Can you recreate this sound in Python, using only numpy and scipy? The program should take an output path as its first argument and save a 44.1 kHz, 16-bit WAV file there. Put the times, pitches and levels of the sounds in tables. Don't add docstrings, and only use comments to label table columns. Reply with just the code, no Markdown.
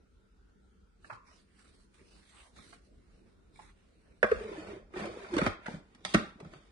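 import sys
import numpy as np
from scipy import signal
from scipy.fft import rfft, irfft
from scipy.io import wavfile
from scipy.ndimage import uniform_filter1d

SR = 44100
rng = np.random.default_rng(int(sys.argv[2]) if len(sys.argv) > 2 else 0)


def invert_db(x):
    u = np.asarray(x, float) / 20
    return 10 ** u


def master_out(mix):
    frames = np.transpose(np.atleast_2d(mix))
    ceiling = np.clip(frames, -1, 1)
    pcm = np.round(ceiling * 32767).astype(np.int16)
    wavfile.write(sys.argv[1], SR, pcm)


N = 295955

# pitch_hz, level_db (per Hz)
WALL_MODES = [(350, -27), (600, -9.5), (720, -7.5), (850, -7.5), (1600, -10), (2200, -11.5), (2700, -16),
              (3100, -23), (5000, -67)]
# pitch_hz, level_db (per Hz)
RIM_MODES = [(1800, -17.5), (2600, -5), (3400, -1.5), (4500, -7), (5200, -9), (6600, -10.5), (7150, -15),
             (9000, -12), (10200, -20), (12000, -28)]
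# time_s, pitch_hz
GAP_PITCH = [(4.2, 492), (4.4, 437), (4.6, 330), (4.75, 370), (5.0, 340), (5.2, 393), (5.4, 320),
             (5.75, 241), (6.71, 290)]
HELD_PAN_DB, BOWL_PAN_DB, AIR_PAN_DB = -9, -2, -1.5
HELD_CUT, BOWL_CUT = 0.33, 0.09


def evened(x):
    return x / np.sqrt(np.mean(x ** 2) + 1e-20)


def read(points, hz):
    f, value = np.transpose(points)
    return np.interp(np.log(hz + 1), np.log(f + 1), value)


def add(mix, start_s, sound, pan_db, lag=8.):
    for side, heard, sign in zip(mix, sound * np.ones((2, 1)), (1, -1)):
        first = round(start_s * SR + sign * (lag - pan_db) / 2)
        part = side[first:][:len(heard)]
        part += invert_db(sign * pan_db / 2) * heard[:len(part)]


def resonate(x, hz, width_hz):
    turn = np.exp(2j * np.pi * np.cumsum(hz * np.ones(len(x))) / SR)
    pole = np.exp(-np.pi * width_hz / SR)
    return 2 * (turn * signal.lfilter([1 - pole], [1, -pole], x / turn)).real


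def ring(x, modes):
    t = np.arange(6000) / SR
    response = sum(invert_db(db - 60 * t / t60) * np.sin(2 * np.pi * hz * t) for hz, db, t60 in modes)
    return signal.oaconvolve(x, response)


def dense(colour, t60, shared, blow=(1,)):
    both, left, right = rng.standard_normal((3, 4096))
    mixed = np.array([left, right]) * np.sqrt(1 - shared ** 2) + shared * both
    shaped = irfft(rfft(mixed) * invert_db(read(colour, np.fft.rfftfreq(4096, 1 / SR))))
    t = np.arange(4096) / SR
    decay = invert_db(-60 * t / t60) * (1 - np.exp(-t / 0.00014))
    first_instant = 1 + 3.5 * np.exp(-t / 0.0095)
    energy = np.convolve(np.square(blow), (decay * first_instant) ** 2)
    return evened(shaped) * np.sqrt(energy[:4096])


def hiss(colour, same, patchy_db, size):
    hop = size // 4
    frames, hz = N // hop + 5, np.fft.rfftfreq(size, 1 / SR)
    a, b, c, d, patches = rng.standard_normal((frames, len(hz), 5)).T
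    patches = uniform_filter1d(patches, size // 64, 0)
    patches = evened(uniform_filter1d(patches, 4096 // hop, 1))
    same = np.clip(read(same, hz), -1, 1)[:, None]
    left = a + 1j * b
    right = same * left + np.sqrt(1 - same ** 2) * (c + 1j * d)
    z = np.array([left, right]) * invert_db(read(colour, hz)[:, None] + patchy_db * patches)
    return evened(signal.istft(z, nperseg=size, noverlap=size - hop)[1][:, :N])


def slips(count, per_s, spread_db):
    size = invert_db(spread_db * np.minimum(rng.exponential(1, count), 4))
    return size * rng.choice([-1, 1], count) * (rng.random(count) < per_s / SR)


def stroke(t, full_s, held_s, db, rise_db_per_s, fall_db_per_s):
    before_s = np.maximum(full_s - t, 0)
    after_s = np.maximum(t - full_s - held_s, 0)
    return invert_db(db - rise_db_per_s * before_s - fall_db_per_s * after_s)


def hum():
    # pitch_hz, level_db (per Hz)
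    air_colour = [(12, -45), (20, -6.5), (49, 0.5), (135, -17.5), (191, -11.5), (213, -13), (455, -16.5),
                  (500, -25), (1200, -31), (1370, -25), (1740, -32.5), (2210, -36), (2660, -36.5),
                  (9270, -44), (11500, -50.5), (14900, -84), (22000, -120)]
    # pitch_hz, likeness
    air_same = [(60, 0.92), (170, 0.37), (480, 0.083), (1370, -0.21), (3880, 0.22), (11000, -0.22)]
    # pitch_hz, width_hz, level_db
    drone_bands = [(41, 22.6, -69.5), (60.1, 13, -75.5), (193.5, 24, -78)]
    # time_s, level_db
    whine_level = [(0, -82.5), (.9, -80.5), (1.3, -108), (6.71, -104.5)]

    def fuzzy(hz, width_1_hz, width_2_hz):
        noise = rng.standard_normal(N)
        return evened(resonate(resonate(noise, hz, width_1_hz), hz, width_2_hz))

    whine = [fuzzy(1370, 220, 300) for _ in range(2)]
    whine_db = np.interp(np.arange(N) / SR, *np.transpose(whine_level))
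    drones = sum(invert_db(db) * fuzzy(hz, width, width) for hz, width, db in drone_bands)
    air = invert_db(-64) * hiss(air_colour, air_same, patchy_db=2.1, size=2048)
    return air + drones + invert_db(whine_db) * whine


def rustle():
    # full_s, held_s, rustle_db, dull_share_db, brightest_hz
    moves = [(1.05, 0.096, -75.5, 6, 4360), (1.275, 0.14, -77.5, 4, 5250), (1.5, 0.094, -88, 10, 4100),
             (1.59, .11, -76, 1.5, 4700), (1.74, 0.1, -79, -1.5, 4300), (1.95, 0.53, -77.5, 3.5, 4070),
             (2.13, 0.074, -81, 2, 4600), (2.29, 0.013, -76, -12, 3870), (2.37, 0.088, -74, 5.5, 3960),
             (2.57, 0.18, -68.5, 3, 4200), (2.85, 0.017, -81, -3, 4170), (2.95, 0.24, -89, 5, 4260),
             (3.12, 0.36, -93.5, 5, 4340), (3.27, 0.033, -92.5, 12, 4300), (3.56, 0.07, -75, -2, 4150),
             (3.61, 0.087, -77.5, 9.5, 3800), (3.77, 0.73, -88, 7, 4040)]
    # full_s, level_db
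    hold_shifts = [(1.14, -57), (1.39, -68), (1.66, -72), (2.02, -68), (2.15, -75), (2.593, -58),
                   (2.72, -64), (2.9, -66), (3.15, -65.5), (3.27, -69), (3.361, -71.5), (3.45, -73),
                   (3.62, -68), (3.92, -68.5), (4.08, -62.5)]
    # pitch_hz, level_db (per Hz)
    rub_colour = [(290, -57), (500, -3.5), (682, -8), (1100, -2.5), (2200, -1), (2940, -7), (3200, -13),
                  (4160, -53), (7040, -120)]
    weave_colour = [(1760, -8.5), (3000, -8), (3250, -6), (3990, -5), (5110, -8.5), (5880, -6.5),
                    (6760, -9.5), (9060, -1), (10200, -8), (11700, -15), (14900, -72), (22000, -120)]
    thump_colour = [(20, -20), (45, 6.5), (90, 0.5), (200, 2), (450, -1), (700, -10), (950, -37.5)]
    stir_db_per_s, settle_db_per_s, thump_db_per_s, thump_rest_db = 426, 317.5, 161, -82.5
    t = np.arange(N) / SR
    bright, dull = sum(stroke(t, s, held, db, stir_db_per_s, settle_db_per_s) * invert_db([[0], [dull_db]])
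                       for s, held, db, dull_db, _ in moves)
    brightest_hz = np.interp(t, *np.transpose(moves)[::4])
    shift = sum(stroke(t, s, 0, db, thump_db_per_s, thump_db_per_s) for s, db in hold_shifts)
    first_s = moves[0][0]
    shift += stroke(t, first_s, GAP_PITCH[0][0] - first_s, thump_rest_db, stir_db_per_s, settle_db_per_s)
    catch = invert_db(1.17 * evened(uniform_filter1d(rng.standard_normal(N), 300)))

    apart = [(200, 0.84), (500, 0.08), (1500, 0.1)]  # pitch_hz, left-right likeness
    rub = hiss(rub_colour, apart, patchy_db=4.0, size=512)
    weave = hiss(weave_colour, apart, patchy_db=2.5, size=512)
    weave = evened(weave + 2.35 * np.array([resonate(side, brightest_hz, 1500) for side in weave]))
    whisk = stroke(t, 1.296, 0.073, 3.3, stir_db_per_s, settle_db_per_s)
    weave = weave + whisk * np.array([resonate(side, 5400, 830) for side in weave])
    thump = hiss(thump_colour, [(40, 0.43)] + apart, patchy_db=3.5, size=1024)
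    layers = invert_db(3.0) * dull * rub + invert_db(6) * bright * weave + shift * thump
    return layers * catch * invert_db([[-1.5], [1.5]])


def contacts(mix, rows, lasts_s, cut, pan_db):
    # pitch_hz, level_db, t60_s
    lasting = [(1030, -5, 0.09), (1173, -15.5, 0.056), (1380, -14, 0.17), (1665, -7.5, 0.09),
               (2100, -24.5, 0.12)]
    # pitch_hz, level_db, t60_s
    clear_modes = [(2020, 1, .05), (2740, 6, 0.039), (3390, 8.5, 0.042), (3900, -6, 0.039),
                   (4540, 0, 0.087), (5710, -7, 0.044), (6550, -13.5, .04), (6916, -12.5, .03),
                   (8580, -18, .03)]
    clear_db, clear_vary_db = -15, 2.5
    t = np.arange(1500) / SR
    for s, db, hz, treble_db in rows:
        u = t / lasts_s
        blow = slips(count=len(t), per_s=7800, spread_db=2.5) * u * np.exp(1 - u)
        blow[0] = 6 * np.exp(-lasts_s / 0.002)

        wall = dense(WALL_MODES, t60=0.042, shared=0.5, blow=blow)
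        wall += 2.9 * np.array([resonate(side, hz, 290) for side in wall])
        wall += ring(blow, lasting + [(hz, 6, .016)])[:4096]
        wall = signal.lfilter(*signal.butter(2, cut * hz, "high", fs=SR), wall)

        rim = dense(RIM_MODES, t60=0.0087, shared=0.54, blow=blow)
        rim[:, :len(t)] += 0.23 * np.diff(blow, prepend=0)
        varied = [(f, d + clear_vary_db * rng.standard_normal(), t60) for f, d, t60 in clear_modes]
        clear = ring(blow, varied)[:4096]
        rim = rim / abs(rim).max() + invert_db(clear_db) * clear / abs(clear).max()

        sound = wall / abs(wall).max() + invert_db(treble_db + 7.0) * rim / abs(rim).max()
        add(mix, s, invert_db(db + 1.5) * sound, pan_db)


def held_taps(mix):
    # start_s, peak_db, ring_hz (strongest), treble_db
    tap_rows = [(1.044, -49, 1530, -25), (1.099, -37.5, 1210, -49), (1.108, -42, 1180, -44),
                (1.128, -46.5, 930, -18.5), (1.16, -63, 1160, -18), (1.283, -56.5, 1080, -39),
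                (1.309, -56.5, 1030, -24), (2.562, -57, 1600, -12), (2.584, -52, 1280, -20),
                (2.726, -49, 1350, -21), (3.555, -57, 2300, -24), (3.592, -45, 830, -27)]
    contacts(mix, tap_rows, lasts_s=0.0026, cut=HELD_CUT, pan_db=HELD_PAN_DB)


def single_rings(mix):
    # start_s, peak_db, pitch_hz, t60_s
    ring_rows = [(1.045, -43, 1470, .03), (1.102, -44.5, 1160, 0.1), (4.229, -19, 1600, .09),
                 (4.23, -27, 2150, 0.07), (4.231, -31, 2500, .08), (4.243, -30, 1850, .07),
                 (4.288, -38, 1605, .06), (4.317, -32, 1560, .13), (4.96, -40.5, 840, 0.049),
                 (5.386, -42, 4040, .05), (5.424, -45, 3650, .1), (5.466, -39, 3800, .04),
                 (5.661, -45.5, 2030, 0.025), (5.683, -45, 1510, .03), (6.05, -32, 2000, 0.034),
                 (6.05, -39, 4620, .1), (6.145, -25, 1380, 0.054), (6.144, -22, 1830, .06),
                 (6.145, -24, 2150, .07), (6.155, -38, 1373, .18), (6.051, -41, 6300, .05),
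                 (6.148, -38, 2500, .1), (6.148, -20.5, 320, 0.075), (6.147, -32, 590, .03),
                 (6.14, -33, 2720, 0.027), (6.05, -36, 875, 0.02), (6.05, -39, 2206, .03),
                 (4.231, -30.5, 1030, 0.061), (4.245, -33, 1236, .14), (4.316, -36.5, 2100, 0.026),
                 (1.125, -48, 1167, .3), (1.14, -53, 1400, .25), (1.046, -51, 2100, .03),
                 (3.591, -48, 850, .05), (2.562, -58, 1600, .04), (5.247, -46, 1450, .03),
                 (5.367, -36, 2700, .03), (5.385, -35, 2500, .04), (5.465, -32, 2600, .04),
                 (5.948, -56, 2000, .03), (4.959, -42, 1500, .04), (1.127, -49.5, 883, 0.062),
                 (1.127, -47.5, 1465, 0.046), (1.283, -63, 1050, 0.13), (4.965, -50, 2210, 0.19),
                 (5.075, -48, 2170, 0.065), (5.337, -39, 2100, .04), (5.384, -34, 1520, 0.12),
                 (5.465, -31, 1224, 0.059), (5.415, -34.5, 1428, 0.041)]
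    spread, swell_s = .045, .001
    t = np.arange(9000) / SR
    for (s, db, hz, t60), draw in zip(ring_rows, rng.standard_normal((len(ring_rows), 3, 5))):
        bunch = np.sin(2 * np.pi * hz * (1 + spread * draw[0][:, None]) * t)
        sides = invert_db(3.0 * draw[1:]) @ bunch / 3
        add(mix, s, invert_db(db - 60 * t / t60) * np.minimum(t / swell_s, 1) * sides, pan_db=-2.5)


def crunches(mix):
    # start_s, peak_db, ring_hz (strongest), treble_db
    crunch_rows = [
        (1.096, -39.5, 1030, -38),
        (4.263, -39, 1610, -16),
        (5.35, -51, 1540, -11),
        (5.377, -28, 2230, -12.5),
        (5.436, -34.5, 1380, -27),
        (6.138, -25, 1800, -6),
    ]
    contacts(mix, crunch_rows, lasts_s=0.0038, cut=BOWL_CUT, pan_db=BOWL_PAN_DB)


def thuds(mix):
    # start_s, peak_db, pitch_hz
    thud_rows = [(1.119, -44.5, 116), (4.231, -37.5, 95), (4.319, -32, 71), (4.36, -31, 53.4),
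                 (5.373, -32, 118), (5.42, -36, 89), (5.466, -25, 94), (5.679, -55, 87), (5.741, -46, 70.6),
                 (6.149, -34, 124), (6.461, -45, 81), (4.24, -37, 40), (5.36, -37.5, 42), (5.43, -33, 58),
                 (5.5, -39, 40), (5.76, -45, 45), (6.15, -27, 45)]
    t = np.arange(9000) / SR
    for s, db, hz in thud_rows:
        gain = invert_db(db - 60 * t / 0.12) * (1 - np.exp(-t / 0.0072))
        add(mix, s, gain * np.sin(2 * np.pi * hz * t), -.3, lag=.17 * SR / hz)


def swells(mix, rows, swell_s, pan_db):
    t = np.arange(9000) / SR
    rise = np.sin(np.pi / 2 * np.clip(t / swell_s, 0, 1)) ** 2
    for s, db, hz, t60 in rows:
        fall = invert_db(-60 * (np.maximum(t - swell_s, 0) / max(t60, .005)) ** 1.235)
        add(mix, s, invert_db(db - 1.0) * rise * fall * np.sin(2 * np.pi * hz * t), pan_db, lag=1.7)


def moans(mix):
    # start_s, peak_db, pitch_hz, t60_s
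    moan_rows = [
        (4.233, -30.5, 215, 0.072),
        (4.3132, -15.5, 470, 0.013),
        (5.315, -34.5, 368, 0.12),
        (5.328, -38.5, 362, 0.072),
        (2.72, -59, 698, 0.067),
        (6.424, -41.5, 176, 0.064),
        (6.551, -47.5, 146, 0.074),
    ]
    swells(mix, moan_rows, swell_s=0.01, pan_db=-1.5)


def booms(mix):
    # start_s, peak_db, pitch_hz, t60_s
    boom_rows = [(4.228, -17, 520, 0.019), (4.24, -15.5, 514, 0.0041), (4.343, -32, 438, 0.037),
                 (4.387, -39.5, 445, 0.038), (4.408, -36, 438, 0.078), (4.436, -41, 438, 0.058),
                 (4.452, -42, 440, 0.053), (4.486, -38, 452, 0.024), (4.514, -30, 399, 0.027),
                 (4.577, -36.5, 316, 0.12), (4.687, -38, 408, 0.068), (4.731, -35, 360, 0.043),
                 (4.763, -41.5, 382, 0.069), (4.939, -39.5, 373, 0.082), (4.964, -29.5, 371, 0.059),
                 (5.05, -38.5, 336, 0.14), (5.052, -38, 554, 0.075), (5.09, -43, 520, 0.036),
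                 (5.2, -46, 397, 0.16), (5.235, -46, 382, 0.068), (5.66, -47, 570, 0.028),
                 (5.682, -35.5, 466, 0.02), (5.162, -38, 432, 0.03), (5.17, -31.5, 425, 0.011),
                 (5.334, -27, 344.8, 0.19), (5.366, -20, 310, 0.045), (5.389, -21.5, 507, 0.015),
                 (5.416, -20, 283, 0.0047), (5.462, -22, 577, 0.011), (5.477, -28.5, 335, 0.019),
                 (6.143, -17, 440, 0.0042), (6.407, -43.5, 392, 0.033)]
    swells(mix, boom_rows, swell_s=0.004, pan_db=AIR_PAN_DB)


def snaps(mix):
    # start_s, peak_db, ring_hz (strongest), treble_db
    snap_rows = [
        (4.229, -18, 1700, -19),
        (5.366, -26.5, 1230, -12),
        (5.384, -30, 1510, -6.5),
        (5.415, -19.5, 1290, -24),
        (5.464, -18, 1250, -18.5),
        (6.05, -29.5, 2100, -1.5),
        (6.146, -15.5, 1390, -12),
    ]
    contacts(mix, snap_rows, lasts_s=0.00064, cut=BOWL_CUT, pan_db=BOWL_PAN_DB)


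def rim_clicks(mix):
    # start_s, peak_db, ring_hz (strongest), treble_db
    click_rows = [(4.242, -22.5, 1030, -27), (4.314, -25, 1560, -25), (4.937, -42, 1300, -29),
                  (4.960, -44, 860, -37), (5.036, -33.5, 835, -33), (5.056, -35, 815, -14),
                  (5.088, -48, 834, -21), (5.131, -51, 990, -17), (5.246, -41.5, 1430, -25.5),
                  (5.265, -47.5, 2080, -20), (5.339, -33.5, 1880, -13), (5.385, -27.5, 1530, -28),
                  (5.475, -31, 1310, -16), (5.659, -35, 1510, -21.5), (5.663, -36.5, 1980, -14),
                  (5.68, -33, 830, -26), (5.744, -47, 1460, -16), (5.948, -54.5, 1920, -6),
                  (6.049, -37, 970, -9), (6.143, -20, 1440, -16.5), (6.401, -43.5, 765, -16),
                  (6.447, -49, 1370, -17), (6.535, -43, 1340, -14)]
    contacts(mix, click_rows, lasts_s=0.0014, cut=BOWL_CUT, pan_db=BOWL_PAN_DB)


def slides(mix):
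    # grip_s, held_s, force_db, seal_db (air shut in), speed_db (grit)
    strokes = [(4.29, 0.4, -53.5, 2.5, -8.5), (4.719, 0.048, -69, 15, -13), (4.973, 0.087, -47, 2.5, -9.5),
               (5.112, 0.28, -58, 2, -7), (5.347, 0.12, -43.5, 2.5, -10.5), (5.581, 0.1, -61, -10, -12.5),
               (5.697, 0.058, -62, 10, -2), (5.921, 0.39, -73, 3, -9.5), (6.065, 0.084, -65.5, -4.5, 11.5),
               (6.177, 0.016, -48.5, 5.5, -9.5), (6.4, 0.064, -67.5, 8.5, -8),
               (6.53, 0.029, -66.5, 6.5, -1.5), (6.601, 0.114, -74, -4, -5)]
    # pitch_hz, level_db, t60_s
    shell_modes = [(63, -6, 0.19), (118, -4, 0.069), (220, 10, 0.053), (562, -5, 0.11)]
    grip_db_per_s, ease_db_per_s = 404, 191
    start = 4 * SR
    t = np.arange(start, N) / SR
    gap_hz = np.interp(t, *np.transpose(GAP_PITCH))
    rasp, boom, fizz = sum(stroke(t, s, held, db, grip_db_per_s, ease_db_per_s) * invert_db([[0], [seal_db], [speed_db]])
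                           for s, held, db, seal_db, speed_db in strokes)
    coarse = slips(count=len(t), per_s=500, spread_db=2.0)
    air = resonate(resonate(coarse, gap_hz, 200), gap_hz, 440)
    shell = invert_db(-2.5) * evened(ring(coarse, shell_modes)[:len(t)])
    wall = grit = 0
    for spot in range(8):
        fine = slips(count=len(t), per_s=550, spread_db=1.0)[None]
        fine *= np.sin(np.pi * (t * rng.uniform(2.5, 5.8) + rng.random())) ** 3
        wall_modes = dense(WALL_MODES, t60=0.046, shared=0.31)
        wall = wall + signal.oaconvolve(fine, wall_modes, axes=1)[:, :len(t)]
        rim_modes = dense(RIM_MODES, t60=0.037, shared=0.4)
        grit = grit + signal.oaconvolve(fine, rim_modes, axes=1)[:, :len(t)]
    sound = boom * (evened(air) + shell) + rasp * evened(wall) + fizz * evened(grit)
    add(mix, start / SR, sound * (t > GAP_PITCH[0][0]), pan_db=-2.0)


def knocks(mix):
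    # start_s, peak_db, pitch_hz, t60_s
    knock_rows = [(5.018, -34, 199, 0.031), (5.421, -20.5, 213, 0.03), (5.466, -19, 237, 0.015),
                  (5.682, -32, 200, 0.032), (5.738, -35.5, 158, 0.075), (5.749, -33, 159, 0.022),
                  (5.768, -44.5, 157, 0.069), (6.054, -41.5, 188, 0.051), (6.1433, -20.5, 200, 0.023),
                  (6.149, -11.5, 207, 0.031), (6.168, -28.5, 221, 0.13), (6.356, -45, 202, 0.029),
                  (6.455, -40.5, 162, 0.068)]
    swells(mix, knock_rows, swell_s=0.0032, pan_db=-0.5)


def kitchen(mix, early_db=-6.5, late_db=-6.0):
    # pitch_hz, t60_s
    room_t60 = [(100, 0.48), (300, 0.073), (1000, 0.37), (4000, 0.35), (10000, 0.15)]
    echoes = np.zeros((3, 2, SR // 2))
    at = np.arange(300, SR // 2 - 20, 20) + rng.integers(0, 20, (3, 2, (SR // 2 - 301) // 20))
    np.put_along_axis(echoes, at, rng.choice([-1., 1.], at.shape), 2)
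    hz, t, z = signal.stft(echoes, SR, nperseg=256)
    tails = signal.istft(z * invert_db(-60 * t / read(room_t60, hz)[:, None]), SR, nperseg=256)[1]
    tails *= invert_db(late_db) / np.linalg.norm(tails[0, 0])
    near = rng.integers(20, 500, (3, 2, 7))
    np.put_along_axis(tails, near, invert_db(early_db - near / 60.) * rng.choice([-1., 1.], near.shape), 2)

    thin = signal.lfilter(*signal.butter(2, 420, "high", fs=SR), mix.mean(0))
    turn = 2 * np.pi * 23 * np.arange(N) / SR
    wet = 0
    for k, tail in enumerate(tails):
        share = np.sqrt(2 / 3) * np.cos(turn + k * np.pi / 3)
        wet = wet + signal.fftconvolve((thin * share)[None], tail, axes=1)[:, :N]
    return mix + wet


def scene():
    lid = np.zeros((2, N))
    for source in (held_taps, single_rings, crunches, thuds, moans, booms, snaps, rim_clicks, slides, knocks):
        source(lid)
    return kitchen(lid) + rustle() + hum()


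def top_cut(x):
    return signal.sosfilt(signal.butter(12, 11610, fs=SR, output="sos"), x)


def record(dry):
    mid_side = np.array([dry[0] + dry[1], dry[0] - dry[1]]) / 2
    hz, t, z = signal.stft(mid_side, SR, nperseg=1024, noverlap=768)
    column_hz = hz[:, None]
    power = uniform_filter1d(uniform_filter1d(abs(z) ** 2, size=4, axis=1), size=6, axis=2) + 1e-20
    dip_db = 10 * np.log10(power / uniform_filter1d(power, size=31, axis=1))
    cut_db = -16 * np.clip((-dip_db - 2.0) / .7, 0, 1) * (column_hz > 2400)
    slow = uniform_filter1d(uniform_filter1d(power, size=2, axis=1), size=8, axis=2)
    slow_db = 10 * np.log10(slow)
    valley_db = slow_db - uniform_filter1d(slow_db, size=13, axis=1)
    cut_db -= 14 * np.clip((-valley_db - 2.0) / .8, 0, 1) * (column_hz > 560)

    treble_db = 10 * np.log10((abs(z[:, hz > 7000]) ** 2).sum((0, 1)) + 1e-20)
    attack = np.clip((treble_db - np.roll(treble_db, 3) - 6) / 3, 0, 1)
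    cut_db *= 1 - .6 * np.clip((treble_db + 74.0) / 12., 0, 1) * (column_hz < 4600)
    cut_db *= 1 - np.maximum(attack, np.roll(attack, 2))

    attack = np.roll(attack * np.clip((treble_db + 58.5) / 4., 0, 1), -1)
    gate_db = np.clip((column_hz - 10150) / 48.0, 0, 30.) * np.array([1, 0])[:, None, None]
    top_db = np.clip((column_hz - 10300) / 200.0, 0, 12.) * np.array([1, .25])[:, None, None]
    bass_db = np.clip(36 - column_hz, 0, 20) * 0.6
    cut_db -= (1 - attack) * gate_db + top_db + bass_db

    mid, side = signal.istft(z * invert_db(cut_db), SR, nperseg=1024, noverlap=768)[1][:, :N]
    stereo = signal.lfilter(*signal.butter(2, 30, "high", fs=SR), [mid + side, mid - side])
    edge = signal.firwin(101, 12200, window=("kaiser", 7), fs=SR)
    return top_cut(signal.oaconvolve(stereo, edge[None], "same"))


dry = scene()
out = record(dry)
master_out(out)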